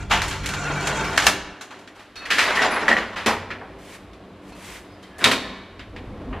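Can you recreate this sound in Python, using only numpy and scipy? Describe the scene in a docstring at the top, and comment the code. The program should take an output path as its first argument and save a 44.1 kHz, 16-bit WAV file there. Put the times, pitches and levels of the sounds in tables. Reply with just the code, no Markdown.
"""Gate, doors and jolt of an old lift car

A steel lattice gate is drawn shut and latches, folding doors rattle closed, a sleeve brushes past,
a button is pressed and the small car jolts off with a bang. Impacts excite modal resonators, sliding
parts drive them with stick-slip noise, and small links add decaying sines. A hum made of filtered noise
lies beneath; a stairwell adds most of a second of decay. A hand-held phone hears it at two close ports.
"""
import sys
import numpy as np
from scipy import signal
from scipy.fft import rfft, irfft
from scipy.io import wavfile
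from scipy.ndimage import uniform_filter1d

SR = 44100
rng = np.random.default_rng(int(sys.argv[2]) if len(sys.argv) > 2 else 0)


def output_pcm(signal):
    """Save a mono or channel-first signal as 16-bit PCM at the path in sys.argv[1].

    Samples are clipped to [-1, 1] before scaling.
    """
    pcm = np.clip(np.atleast_2d(signal).T, -1, 1) * 32767
    wavfile.write(sys.argv[1], SR, np.round(pcm).astype(np.int16))


N = 282240
TIME = np.arange(N) / SR


def undb(db):
    """Level to amplitude: 20 dB is a factor of ten."""
    return 10 ** (np.asarray(db) / 20)


def unit(x):
    """Normalise by the effective value: root mean square becomes one."""
    return x / np.sqrt(np.mean(x ** 2))


def shape(x, hz, db):
    """Zero-phase linear filtering: gains in dB joined on a log-frequency axis."""
    f = np.maximum(np.arange(len(x) // 2 + 1) * SR / len(x), 1)
    gain = undb(np.interp(np.log(f), np.log(hz), db))
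    return irfft(rfft(x) * gain, len(x))


def band(x, lo_hz, hi_hz):
    """Band-pass filtering, then normalised to unit power."""
    sos = signal.butter(2, [lo_hz, hi_hz], "bandpass", fs=SR, output="sos")
    return unit(signal.sosfilt(sos, x))


def curve(rows, column=1):
    """Level envelope: a dB column joined over time, -120 dB outside its span."""
    rows = np.array(rows)
    return np.interp(TIME, rows[:, 0], rows[:, column], left=-120, right=-120)


def grit(size, grain_ms, spread_db):
    """Granular contact noise: many small contacts of uneven strength."""
    k = max(int(grain_ms * SR / 1000), 2)
    sizes = undb(spread_db * rng.exponential(size=size // k + 1))
    strength = uniform_filter1d(np.repeat(sizes, k)[:size], k)
    return unit(strength * rng.standard_normal(size))


def walk(rate, size=N):
    """Slow random modulation: levels held 1 / rate s and slewed, spread near one."""
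    k = int(SR / rate)
    held = np.repeat(rng.standard_normal(size // k + 1), k)
    return 0.917 * uniform_filter1d(uniform_filter1d(held, k), k)[:size]


def ring(x, modes, lift_db, direct=1, detune=1):
    """Modal superposition: direct sound plus resonances, with a lift and detuning for all or each."""
    hz = np.maximum(np.arange(len(x) // 2 + 1) * SR / len(x), 1)
    lift_db, detune = np.broadcast_to(lift_db, len(modes)), np.broadcast_to(detune, len(modes))
    response = direct
    for (f, width, db), lift, d in zip(modes, lift_db, detune):
        width = max(width, 4)  # Hz
        response = response + undb(db + lift) / (1 + 1j * (hz ** 2 - (f * d) ** 2) / (hz * width))
    return irfft(rfft(x) * response, len(x))


def diffuse(x, size):
    """Diffuse field: magnitudes kept, phases unrelated, as if arriving by other paths."""
    frames = signal.stft(x, nperseg=size)[2]
    turns = np.exp(2j * np.pi * rng.random(frames.shape))
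    return np.sqrt(2) * signal.istft(frames * turns, nperseg=size)[1][:N]


SHAFT_FROM_S = 5.1  # from here the metal sounds into the shaft

# Spectrum of the building's drone: [f/Hz, level/dB per Hz]
DRONE_TONE = [(53, -29), (90, -7), (130, -9), (186, -2), (236, -5.5), (300, -3), (458, -7), (799, -6.5),
              (1100, 7), (3730, -5), (6100, -18), (12100, -26), (13800, -46), (15000, -58)]
# Resonances of the hum: [f/Hz, width/Hz (at least 4 is used), level/dB before a common lift]
HUM_RING = [(53, 3.4, 5.1), (95, 3.7, 10.8), (191.2, 1.77, 4.9), (249.6, 3, 1.6), (295.8, 4.6, 4.7),
            (389, 6.5, 3.1), (499, 4.44, 2)]
# Deep rumble of the swaying car: [t/s, level/dB]
SHAKE = [(0.0, -35), (0.19, -33), (0.5, -40), (0.8, -40), (1.0, -39), (1.51, -46), (1.57, -82), (2.23, -60),
         (2.3, -52), (3.0, -51), (3.7, -54), (5.5, -56.5), (5.9, -44.5), (5.99, -41), (6.08, -34),
         (6.22, -43), (6.33, -34.5), (6.4, -43)]
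DRONE_DB, HUM_SWELL_DB, HISS_FLICKER_DB, SWAY_DB = -50, 2.5, 1.8, 2.5
SHUT_DB, SHUT_S = 6, 2.77  # the hum grows over one second from here, closer once the doors are shut
BOOM_S, BOOM_DB, THUMP_DB = 0.051, -15, -40
SHAFT_BOOM_DB = -4.5  # the shut car booms less
BASS_DIP_S, BASS_DIP_DB = (0.93, 3.1), -6  # the deepest hum dips


def background(metal):
    """Forced vibration: rumble and drone, with panels booming along with the power that shakes them."""
    keep = np.exp(-1 / (BOOM_S * SR))
    shaking = np.sqrt(signal.lfilter([1 - keep], [1, -keep], metal ** 2))
    drone = ring(shape(rng.standard_normal(N), *np.transpose(DRONE_TONE)), HUM_RING, lift_db=2.0)
    hum = undb(DRONE_DB + SHUT_DB * np.clip(TIME - SHUT_S, 0, 1) + HUM_SWELL_DB * walk(3.796))
    boom = undb(BOOM_DB + SHAFT_BOOM_DB * (TIME > SHAFT_FROM_S)) * shaking
    low = unit(shape(drone, (700, 1500), (0, -30))) * (hum + boom)
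    in_dip = (TIME > BASS_DIP_S[0]) & (TIME < BASS_DIP_S[1])
    low = np.where(in_dip, shape(low, (170, 240), (BASS_DIP_DB, 0)), low)
    high = unit(shape(drone, (700, 1500), (-30, 0))) * undb(-56.0 + HISS_FLICKER_DB * walk(3.7))
    rumble = ring(band(rng.standard_normal(N), 28, 110), [(56.3, 7.6, 5.3), (93.6, 3.4, 1.9)], lift_db=1.5)
    sway = undb(curve(SHAKE) + SWAY_DB * walk(10.0))
    return low + high + rumble * (sway + undb(THUMP_DB) * shaking)


# Decay of the stairwell, stretched by each caller: [f/Hz, t60/s]
STAIR_T60 = [(150, 1), (600, 1), (2000, 0.94), (4300, 0.74), (5300, 0.67), (7000, 0.57), (12000, 0.32)]


def stairwell(x, longer):
    """Statistical reverberation: dense echoes build over some ms and die exponentially band by band."""
    t = np.arange(int(1.5 * SR)) / SR
    noise = rfft(rng.standard_normal(len(t)))
    place = np.log(np.maximum(np.arange(len(noise)) * SR / len(t), 1))
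    centres = np.log([hz for hz, _ in STAIR_T60])
    tail = np.zeros(len(t))
    # overlapping bands that add up to one, each with its own decay
    for share, (_, t60) in zip(np.eye(len(centres)), STAIR_T60):
        part = irfft(noise * np.interp(place, centres, share), len(t))
        tail += part * np.exp(-np.log(1000) * t / (t60 * longer))
    tail *= 1 - np.exp(-t / 0.0078)
    return signal.fftconvolve(x, tail / np.sqrt(np.sum(tail ** 2)))[:N]


# Colour of the shaft: [f/Hz, level/dB]
SHAFT_TONE = [(300, -0.5), (700, 0.5), (1200, -2), (2500, -4), (4000, -0.5), (7000, -2)]
# Panels that colour the shaft: [f/Hz, width/Hz, level/dB before a common lift]
SHAFT_RING = [(294, 20, 2), (1080, 60, 1), (1762, 50, 2), (2250, 70, 0), (2950, 70, 0), (3736, 70, 2),
              (4350, 70, 2)]
STAIR_DB, SHAFT_DB = -14.5, 1  # the shaft is wetter by SHAFT_DB
SHAFT_LONGER = 1.19  # share of the tabled t60
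PING_ROOM_DB = -9  # the taps are close by and stir the stairwell less


def reverberation(metal, taps):
    """Coupled spaces: early metal and taps excite the stairwell, later metal the panelled shaft."""
    late = TIME > SHAFT_FROM_S
    stairs = (metal * ~late + undb(PING_ROOM_DB) * taps) * undb(STAIR_DB)
    shaft = ring(shape(metal * late, *np.transpose(SHAFT_TONE)), SHAFT_RING, lift_db=-2.5)
    return stairwell(stairs, longer=0.95) + stairwell(shaft * undb(STAIR_DB + SHAFT_DB), SHAFT_LONGER)


# Strokes of the sleeve: [t/s, swell/s, hold/s, fade/s, level/dB]
CLOTH = [(3.785, 0.16, 0.0069, 0.039, -41.5), (4.42, 0.081, .0, 0.034, -49.5),
         (4.548, 0.11, 0.11, 0.059, -40)]
# Spectrum of the fabric: [f/Hz, level/dB per Hz]
CLOTH_TONE = [(530, -27), (900, -3.5), (1170, -5.5), (2110, -1), (4920, -11), (8540, -13.5), (14000, -22)]
CLOTH_EDGE_DB = -13  # start of the swell and end of the fade
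CLOTH_TRAIL_S, CLOTH_TRAIL_DB = 0.12, -16  # the hiss trails off after the stroke


def cloth():
    """Broadband friction noise: smooth hiss of fabric that swells, holds, fades and trails off."""
    hiss = unit(shape(grit(N, grain_ms=0.44, spread_db=1.0), *np.transpose(CLOTH_TONE)))
    steps_db = np.array([CLOTH_EDGE_DB, 0, 0, CLOTH_EDGE_DB, CLOTH_EDGE_DB + CLOTH_TRAIL_DB])
    strength = np.zeros(N)
    for s, swell, hold, fade, db in CLOTH:
        times = np.cumsum([s, swell, hold, fade, CLOTH_TRAIL_S])
        strength += undb(curve(list(zip(times, db + steps_db))))
    return strength * hiss


DRIFT = .012  # share of pitch by which modes wander in a slide
CATCH_DB = 5


def wander(x):
    """Frequency modulation by variable reading speed: a resonance slides as the part moves."""
    place = np.arange(len(x))
    return np.interp(place + np.cumsum(DRIFT * walk(14, size=len(x))), place, x)


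def slide(rows, modes, roll_db, hiss_db, patchy_db, ring_db, clacks_per_s, scrape_db=0.0):
    """Stick-slip friction: rollers and links drag in uneven slips; each mode speaks as its part catches."""
    scrape = band(grit(N, grain_ms=4.0, spread_db=1.0), 590, 2145)
    roll = band(rng.standard_normal(N), 177, 590)
    hiss = band(grit(N, grain_ms=0.72, spread_db=2.5), 1400, 7900)
    clacks = (rng.random(N) < clacks_per_s / SR) * undb(1.26 * rng.exponential(size=N))
    jolt = 1 + 0.5 * signal.lfilter([1], [1, -np.exp(-1 / (0.0029 * SR))], clacks)
    mix = jolt * (undb(scrape_db) * scrape + undb(hiss_db) * hiss) + undb(roll_db) * roll
    mix *= undb(curve(rows) + patchy_db * walk(39.8))
    start = int(rows[0][0] * SR)
    span = slice(start, start + 3 * SR // 2)
    drag = mix[span]
    rings = np.zeros(N)
    for mode in modes:
        catching = drag * undb(CATCH_DB * walk(22.32, size=len(drag)))
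        rings[span] += wander(ring(catching, [mode], ring_db, direct=0))
    return mix + rings


def squeak(hz, db, waver, stutter_db, per_s):
    """Friction-driven oscillation: a thin tone that wavers and stutters as the part slips."""
    level = undb(db + stutter_db * walk(per_s))
    phase = 2 * np.pi * np.cumsum(hz * (1 + waver * walk(300))) / SR
    return np.sqrt(2) * level * np.sin(phase)


CLINK_LO_HZ, CLINK_HI_HZ, CLINK_TILT_DB = 881, 7380, -3.5  # tilt per octave
CLINK_T60_S = 0.066  # each clink takes a chance share from 0.38 to 2.28 of it
CLINKS_PER_S, CLINK_SPREAD_DB = 340, 24


def clinks(rows, db):
    """Random impact process: loose links and pins tick, each with its own short decaying note."""
    span = rows[-1][0] - rows[0][0]
    chances = rng.random((int(CLINKS_PER_S * span), 4))
    when, pitch, size, length = chances.T[:, :, None]
    start = ((rows[0][0] + when * span) * SR).astype(int)
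    octaves = pitch * np.log2(CLINK_HI_HZ / CLINK_LO_HZ)
    k = np.arange(SR // 10)
    gain = undb(curve(rows)[start] + db - CLINK_SPREAD_DB * size + CLINK_TILT_DB * octaves)
    tone = np.sin(2 * np.pi * CLINK_LO_HZ * 2 ** octaves * k / SR)
    decay = np.exp(-np.log(1000) * k / SR / (CLINK_T60_S * (0.38 + 1.9 * length)))
    return np.bincount((start + k).ravel(), (gain * tone * decay).ravel(), N + SR)[:N]


# Force of the gate's drag along the rail: [t/s, level/dB]
GATE_SLIDE = [(0.0, -41.5), (0.084, -48), (0.178, -40.5), (0.322, -41.5), (0.422, -43.5), (0.466, -37),
              (0.644, -34), (0.896, -30), (1.17, -30.5)]
# Low hum notes: [f/Hz, level/dB]
HUM_NOTES = [(55, -4), (97, -14), (146, 1), (194, 0), (291, -4), (388, -4)]
HUM_NOTES_DB, HUM_REST_DB, HUM_STOPS_S, HUM_WAVER = -12.5, -52, 1.53, .004


def hum_notes():
    """Low hum notes: wavering tones swell while the gate is dragged and stop once it has settled."""
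    notes = np.zeros(N)
    for hz, db in HUM_NOTES:
        level = undb(db + 1.2 * walk(4.0))
        notes += level * np.sin(2 * np.pi * np.cumsum(hz * (1 + HUM_WAVER * walk(8.5))) / SR)
    drag = uniform_filter1d(undb(curve(GATE_SLIDE)), int(.21 * SR))
    return np.sqrt(2) * notes * (drag * undb(HUM_NOTES_DB) + undb(HUM_REST_DB)) * (TIME < HUM_STOPS_S)


# Modes of the lattice gate: [f/Hz, width/Hz, level/dB before lift]
GATE_RING = [(144.6, 4.9, 13), (410, 7.3, -4), (687, 18, -0.5), (882, 13.7, 1), (1390, 21, -3.5),
             (1520, 11, -7), (2320, 26, 0.5), (2780, 49, -2.5), (3230, 37, -0.5), (4290, 56, 1),
             (5790, 57, 2.5), (6970, 1200, 0)]
# The roller sings on two notes by turns: [t/s, lower note level/dB, upper note level/dB]
ROLLER = [(0.44, -38.5, -46), (0.552, -38, -44), (0.564, -34, -44.5), (0.72, -33, -37.5),
          (0.74, -37.5, -44), (0.764, -37.5, -29), (0.798, -42, -40), (0.82, -41.5, -38),
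          (0.888, -34.5, -33.5), (0.956, -32.5, -43), (1.032, -40.5, -39.5), (1.046, -34.5, -36.5),
          (1.094, -45, -49), (1.15, -38.5, -40.5)]
ROLLER_HZ = (1413, 1520)
ROLLER_WAVER, ROLLER_DRIFT, ROLLER_STUTTER_DB = .035, .018, 4.5


def gate():
    """Friction-excited modes: the lattice drags and clinks along its rail while a roller sings."""
    sound = slide(GATE_SLIDE, GATE_RING, roll_db=-4.0, hiss_db=-15, patchy_db=1.5, ring_db=9.0,
                  clacks_per_s=13)
    for k, hz in enumerate(ROLLER_HZ):
        pitch = hz * (1 + ROLLER_DRIFT * walk(13))
        sound += squeak(pitch, curve(ROLLER, column=k + 1), waver=ROLLER_WAVER,
                        stutter_db=ROLLER_STUTTER_DB, per_s=49)
    return sound + clinks(GATE_SLIDE, db=6.5)


# Taps on a door bar: [t/s, level/dB, ring length as a share of the mode's t60]
PINGS = [(2.385, -24, 0.8), (2.572, -11.5, 1), (2.593, -6.5, 0.9), (2.611, -13, 0.8), (2.8817, -0.5, 0.57),
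         (2.914, -4, 0.9), (2.928, -5, 1), (2.967, -4.5, 0.46), (2.987, -15, 0.73), (3.011, -16, 0.6),
         (3.031, -23, 0.5)]
# Close modes of the bar, varied at each tap: [f/Hz, level/dB, t60/s]
BAR_MODES = [(1640, -6, 0.012), (1824, 3.5, 0.028), (1930, -5.5, 0.096), (2145, -6, 0.023)]


def pings():
    """Beating of neighbouring modes: clean taps set the close modes of one bar ringing together."""
    out, t = np.zeros(N), np.arange(SR // 4) / SR
    chances = rng.standard_normal((len(PINGS), len(BAR_MODES)))
    for (s, db, length), chance in zip(PINGS, chances):
        tone = np.zeros(len(t))
        for (hz, g, t60), c in zip(BAR_MODES, chance):
            decay = np.exp(-np.log(1000) * t / (t60 * length))
            tone += undb(g + 1.9 * c) * np.sin(2 * np.pi * hz * (1 + 0.0062 * c) * t) * decay
        i = int(s * SR)
        out[i:i + len(t)] += undb(db) * (1 - np.exp(-t / 0.001)) * tone
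    return out


# Force of the folding doors' slide: [t/s, level/dB]
DOOR_SLIDE = [(2.17, -51), (2.246, -41.5), (2.32, -36.5), (2.478, -24.5), (2.538, -26), (2.636, -19.5),
              (2.7, -25.5), (2.86, -27.5), (3.002, -36.5), (3.15, -40)]
# Modes of the doors: [f/Hz, width/Hz, level/dB before lift]
DOOR_RING = [(228.3, 13.5, 6), (438.5, 68, -2.5), (1038, 13, -9), (1910, 144, -11.5), (2410, 69, -10.5),
             (3380, 15, -11.5), (4070, 24, -1), (4950, 43, -2)]
# A dry hinge: [t/s, f/Hz, level/dB]
SQUEAK = [(2.69, 10200, -75), (2.718, 10260, -34.5), (2.738, 10140, -47), (2.744, 10320, -39),
          (2.82, 10100, -56)]


def doors():
    """Friction-excited modes: folding doors drag and clink while a dry hinge squeaks."""
    sound = slide(DOOR_SLIDE, DOOR_RING, roll_db=-18.5, hiss_db=-29, patchy_db=2.0, ring_db=5.0,
                  clacks_per_s=49)
    hinge_hz = np.interp(TIME, *np.transpose(SQUEAK)[:2])
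    sound += squeak(hinge_hz, curve(SQUEAK, column=2), waver=0.0054, stutter_db=4.5, per_s=140)
    return sound + clinks(DOOR_SLIDE, db=3.5)


# A scrape that grows into the bang: [t/s, level/dB]
PRESS_RUB = [(5.08, -66), (5.12, -64), (5.178, -51), (5.192, -39), (5.212, -31), (5.222, -27), (5.24, -27)]
# Resonances of the scrape: [f/Hz, width/Hz, level/dB before lift]
RUB_RING = [(710, 120, 0), (1680, 58, 8), (2190, 60, -8)]
# A faint thin ring: [t/s, level/dB]
WHINE = [(4.8, -80), (4.86, -72), (5.0, -72), (5.04, -85)]
# A creak as the button gives: [t/s, level/dB]
CREAK = [(5.09, -70), (5.125, -53), (5.17, -55), (5.2, -62)]
# The car starts along its guides: [t/s, level/dB]
CAR_ROLL = [(5.9, -59), (5.966, -40.5), (6.068, -42.5), (6.15, -43), (6.21, -37.5), (6.29, -36.5),
            (6.33, -38.5), (6.4, -44)]
# Modes of the car: [f/Hz, width/Hz, level/dB before lift]
CAR_RING = [(250, 39, 10.5), (1036, 80, 8.5), (1890, 36, 5), (2460, 340, 0), (3260, 260, 0), (3740, 300, 5),
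            (4300, 67, 5.5), (5130, 86, -10), (7500, 60, 8)]
WHINE_HZ, CREAK_HZ = 5000, 1670


def car():
    """Rolling and sliding friction: a scrape, a faint ring, a creak, then rolling along the guides."""
    sound = slide(PRESS_RUB, RUB_RING, roll_db=-7, hiss_db=-21, patchy_db=2, ring_db=-1.0,
                  clacks_per_s=17)
    sound += squeak(WHINE_HZ, curve(WHINE), waver=0.004, stutter_db=7.0, per_s=54)
    sound += squeak(CREAK_HZ, curve(CREAK), waver=0.034, stutter_db=5.0, per_s=160)
    # only the lowest mode of the car answers the rolling
    return sound + slide(CAR_ROLL, CAR_RING[:1], roll_db=-2.0, hiss_db=-48, patchy_db=-2.5, ring_db=0.5,
                         clacks_per_s=15, scrape_db=-16)


# Modes of the handle: [f/Hz, width/Hz, level/dB before lift]
HANDLE_RING = [(2595, 25, 10), (3770, 12, 12), (4150, 28, 6), (4340, 19, 13), (4850, 21, 4.4),
               (5800, 18, 5), (1330, 32, 5.9)]
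# Modes of the button: [f/Hz, width/Hz, level/dB before lift]
BUTTON_RING = [(2020, 63, 6.5), (3220, 46, 15), (3740, 60, 5), (4330, 60, 5)]
# Contact by kind: [modes, rise/ms, snap level/dB, ringing lift/dB, first crack level/dB over the
# rattle, share of the brightness already felt at EDGE_HZ]
TOUCH = {"gate": (GATE_RING, 0.97, -2, -1.4, -2.5, 0.45), "shove": (GATE_RING, 7.6, -10.5, -3.1, -12, 0.25),
         "latch": (GATE_RING, 0.49, 0.55, -10, 6.1, 0.69), "door": (DOOR_RING, 2.75, -1, 1, -1, 0.41),
         "handle": (HANDLE_RING, 2.1, -18, 7.6, 0.5, 0.23), "car": (CAR_RING, 1, 2, -8, -6.5, 0.34),
         "bang": (CAR_RING, 0.55, -16, -8, 0.5, 0.07), "nudge": (DOOR_RING, 6.2, -30, -1.8, -17, 0.42),
         "button": (BUTTON_RING, 0.85, 0, 0, -2, 0.19), "clunk": (CAR_RING, 1, -11, -13, -2, 0.17)}
# Blows: [t/s, kind, level/dB, thud/dB, body/dB, brightness/dB (these three against PEAK_HZ),
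# rattle t60/s (at most 0.45 is used)]
KNOCKS = [(0.097, "shove", -21.5, 5, 6.5, -10.5, 0.33), (0.107, "shove", -6, -29, 2.5, -15, 0.34),
          (0.2179, "latch", -16.5, -42, -2, -11, 0.31), (0.28, "gate", -30, -15, 0, -3, 0.25),
          (0.3093, "gate", -23, -26, -6, -12, 0.43), (0.432, "nudge", -22.5, 3, -10, -13.5, 0.25),
          (0.459, "gate", -18.5, -27, -19, -8.5, 0.12), (0.488, "gate", -22, -12, -4, -9, 0.24),
          (0.537, "gate", -19.5, 0, -1, -11.5, 0.13), (0.6744, "gate", -24, -10, -1, -23, 0.2),
          (0.6994, "gate", -22.5, 4, 6.5, -22, 0.34), (0.8711, "gate", -17, -16, 5, -7, 0.11),
          (1.0435, "gate", -25.5, 6, 4, -9.5, 0.2), (1.1755, "latch", -14.5, -21, -13, -9, 0.1),
          (1.178, "latch", -1, -20, -15, -19.5, 0.06), (1.1885, "gate", -15, -33, -2, -12, 0.2),
          (1.198, "gate", -16, -19, 1, -12, 0.2), (1.2215, "gate", -15, -20, -1.5, -13.5, 0.3),
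          (1.238, "gate", -24, -10, 8, -5, 0.2), (1.255, "nudge", -17.5, -5, 2, -5, 0.3),
          (1.267, "latch", -4.5, -13.5, -4, -9, 0.17), (1.61, "gate", -30, -14, -2, -9, 0.23),
          (1.707, "gate", -33, -22, 2, -16, 0.44), (1.7893, "gate", -46, -19, 12, -7, 0.33),
          (1.875, "gate", -33, -23, -21, -16.5, 0.14), (1.9505, "nudge", -38.5, -38, 6, -10.5, 0.3),
          (1.99, "nudge", -36, -20, 4, -11.5, 0.3), (2.156, "handle", -33.5, -12, -3, -9.5, 0.35),
          (2.2044, "handle", -38, -19, -6, -30, 0.47), (2.252, "nudge", -20, -32, -15, -15, 0.16),
          (2.303, "door", -10, -21.5, -16, -13.5, 0.45), (2.372, "nudge", -18, -28, -15, -18, 0.3),
          (2.382, "door", -7.5, -39, -9.5, -13.5, 0.51), (2.5529, "door", -17, -14.5, -6, -12, 0.37),
          (2.6199, "door", -9, -24, -14, -16.5, 0.2), (2.6393, "door", -15, -8, 9, -20, 0.29),
          (2.7207, "door", -19.5, 6, 2, -29, 0.15), (2.7625, "door", -12.5, -14, -2, -32, 0.16),
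          (2.8216, "door", -21, 7, 6, -44, 0.18), (2.88, "door", -9.5, -1, -0.5, -16, 0.27),
          (2.8995, "door", -17.5, 4, 4, -49, 0.29), (2.915, "latch", -15.5, -2, -1, -22, 0.13),
          (2.928, "latch", -16.5, -15, -4, -19.5, 0.13), (2.967, "door", -14.5, -5.5, -2, -19.5, 0.3),
          (3.0103, "door", -23, -13.5, 4, -34, 0.12), (3.0916, "door", -34, -4, -1, -25, 0.17),
          (3.158, "nudge", -18, -27, -1, -17.5, 0.48), (3.2603, "door", -9, 1.5, 0, -10.5, 0.25),
          (3.2789, "door", -11, -23, 6.5, -24, 0.31), (3.5041, "door", -18.5, -12, -11, -24.5, 0.2),
          (3.608, "nudge", -29.5, -7, 8.5, -47, 0.29), (4.1317, "car", -44, 11, -3, -9, 0.14),
          (4.5208, "handle", -44, 6, 14, -6, 0.17), (5.0265, "button", -45, 0, -22, -7, 0.35),
          (5.182, "car", -55, -10.5, -12, 8.5, 0.43), (5.196, "car", -41, -16, -13, -7, 0.3),
          (5.215, "car", -22.5, 1, -3, -22, 0.17), (5.241, "bang", -5.5, -9, -8, -9.5, 0.15),
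          (5.2554, "car", -11, 3, 0, -12, 0.32), (5.27, "car", -18.5, 7, 4.5, -9, 0.72),
          (5.3132, "car", -11.5, 0, -11, -9.5, 0.19), (5.7929, "car", -30, -1, -14, -19, 0.21),
          (5.9624, "car", -30, -4, -14, -19.5, 0.19), (6.3277, "clunk", -30, -11, 6, -34, 0.33),
          (6.361, "nudge", -36, -6, 1, -34, 0.39)]
THUD_HZ, BODY_HZ, PEAK_HZ, EDGE_HZ, BRIGHT_HZ, AIR_HZ = 250, 800, 1700, 3100, 5000, 9500
RATTLE_DB, SUB_DB, AIR_DB, AIR_SHARE, DROOP_DB = -8, -20, -4, 1.605, -10
CRACK_S, RING_SCATTER_DB = 0.0015, 2
DETUNE = .02  # share of pitch by which modes differ from blow to blow
LOOSE_LO_HZ, LOOSE_OCTAVES, LOOSE_WIDTH_HZ, LOOSE_DB = 2435, 2.1, 46, 7


def knocks(snap_s=0.0014):
    """Impact excitation: a snap and a dying rattle drive the modes of whatever is struck."""
    out, t = np.zeros(N + SR), np.arange(SR // 2) / SR
    contact = np.where(np.arange(len(t)) == 40, 1., 0.)
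    for s, kind, db, thud, body, bright, t60 in KNOCKS:
        modes, rise_ms, snap_db, ring_db, crack_db, edge = TOUCH[kind]
        air = AIR_DB + AIR_SHARE * bright
        colour = ((60, THUD_HZ, BODY_HZ, PEAK_HZ, EDGE_HZ, BRIGHT_HZ, AIR_HZ, 15000),
                  (thud + SUB_DB, thud, body, 0, edge * bright, bright, air, air + DROOP_DB))
        rattle = shape(grit(len(t), grain_ms=3.0, spread_db=0.48), *colour)
        # level is set by the band around the peak
        rattle /= np.std(shape(rattle, (1000, 1250, 2350, 2800), (-60, 0, 0, -60)))
        snap = shape(contact, *colour) * np.exp(-t / snap_s)
        rise = 1 - np.exp(-t * 1000 / max(rise_ms, .1))
        crack = undb(crack_db) * np.exp(-t / CRACK_S)
        fall = np.exp(-np.log(1000) * t / np.clip(t60, .01, .45)) + crack
        blow = undb(db + RATTLE_DB) * rattle * rise * fall + undb(db + snap_db) * snap / snap.max()
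        lifts = ring_db + RING_SCATTER_DB * rng.standard_normal(len(modes))
        # the handle keeps its pitches
        detune = 1 + DETUNE * (kind != "handle") * rng.standard_normal(len(modes))
        i = int(s * SR)
        out[i:i + len(t)] += ring(blow, modes, lifts, detune=detune)
        # three loose parts of chance pitch chink at every blow
        loose = [(LOOSE_LO_HZ * 2 ** (LOOSE_OCTAVES * c), LOOSE_WIDTH_HZ, LOOSE_DB)
                 for c in rng.random(size=3)]
        out[i:i + len(t)] += ring(blow * np.exp(-t / 0.0097), loose, lift_db=0.0, direct=0)
    return out[:N]


# Treble gain of the diffuse side signal: [f/Hz, level/dB re mid]
PORTS = [(500, -88.5), (900, -74.5), (1300, -34.5), (2400, -46.5), (3300, -22.5), (4400, -8), (8000, -3.5),
         (14900, 10)]
# Side gain in the bass, before its spectral weighting: [t/s, level/dB re mid]
BASS_WIDTH = [(0, -19), (1.5, -22), (1.56, -91), (6.4, -39.5)]
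# The building's hum comes from all round: [f/Hz, side level/dB re mid]
ROOM_WIDTH = [(250, -56), (450, -34), (1300, -22.5), (3000, -12.5), (4500, -31)]


def scene():
    """Superposition and partial coherence: all sources add, and two ports differ by side signals."""
    taps = pings()
    metal = gate() + doors() + car() + knocks()
    building = background(metal)
    mid = metal + taps + reverberation(metal, taps) + cloth() + building + hum_notes()
    # the side signal is weak in the middle range and grows in the treble; a direct lag adds a quarter-turn
    # share
    quarter_turn = np.imag(signal.hilbert(mid))
    treble = shape(diffuse(mid, size=128) + 0.16 * quarter_turn, *np.transpose(PORTS))
    bass = shape(diffuse(mid, size=2048), (40, 100, 800, 1100), (-26.0, -1, 5.0, -10.5))
    bass *= undb(curve(BASS_WIDTH))
    side = treble + bass + shape(diffuse(building, size=1024), *np.transpose(ROOM_WIDTH))
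    return np.array([mid + side, mid - side])


# Treble droop of the microphone: [f/Hz, level/dB]
MIC_TONE = [(10000, -1.5), (12400, -0.5), (13000, -6.5), (15000, -18)]
TOP_HZ = 15499


def record(dry):
    """Transducer limits: the microphone droops at the top, peaks past full scale clip, the top is cut."""
    heard = np.clip([shape(x, *np.transpose(MIC_TONE)) for x in dry], -1, 1)
    return signal.sosfilt(signal.ellip(10, .2, 80, TOP_HZ, fs=SR, output="sos"), heard)


dry = scene()
out = record(dry)
output_pcm(out)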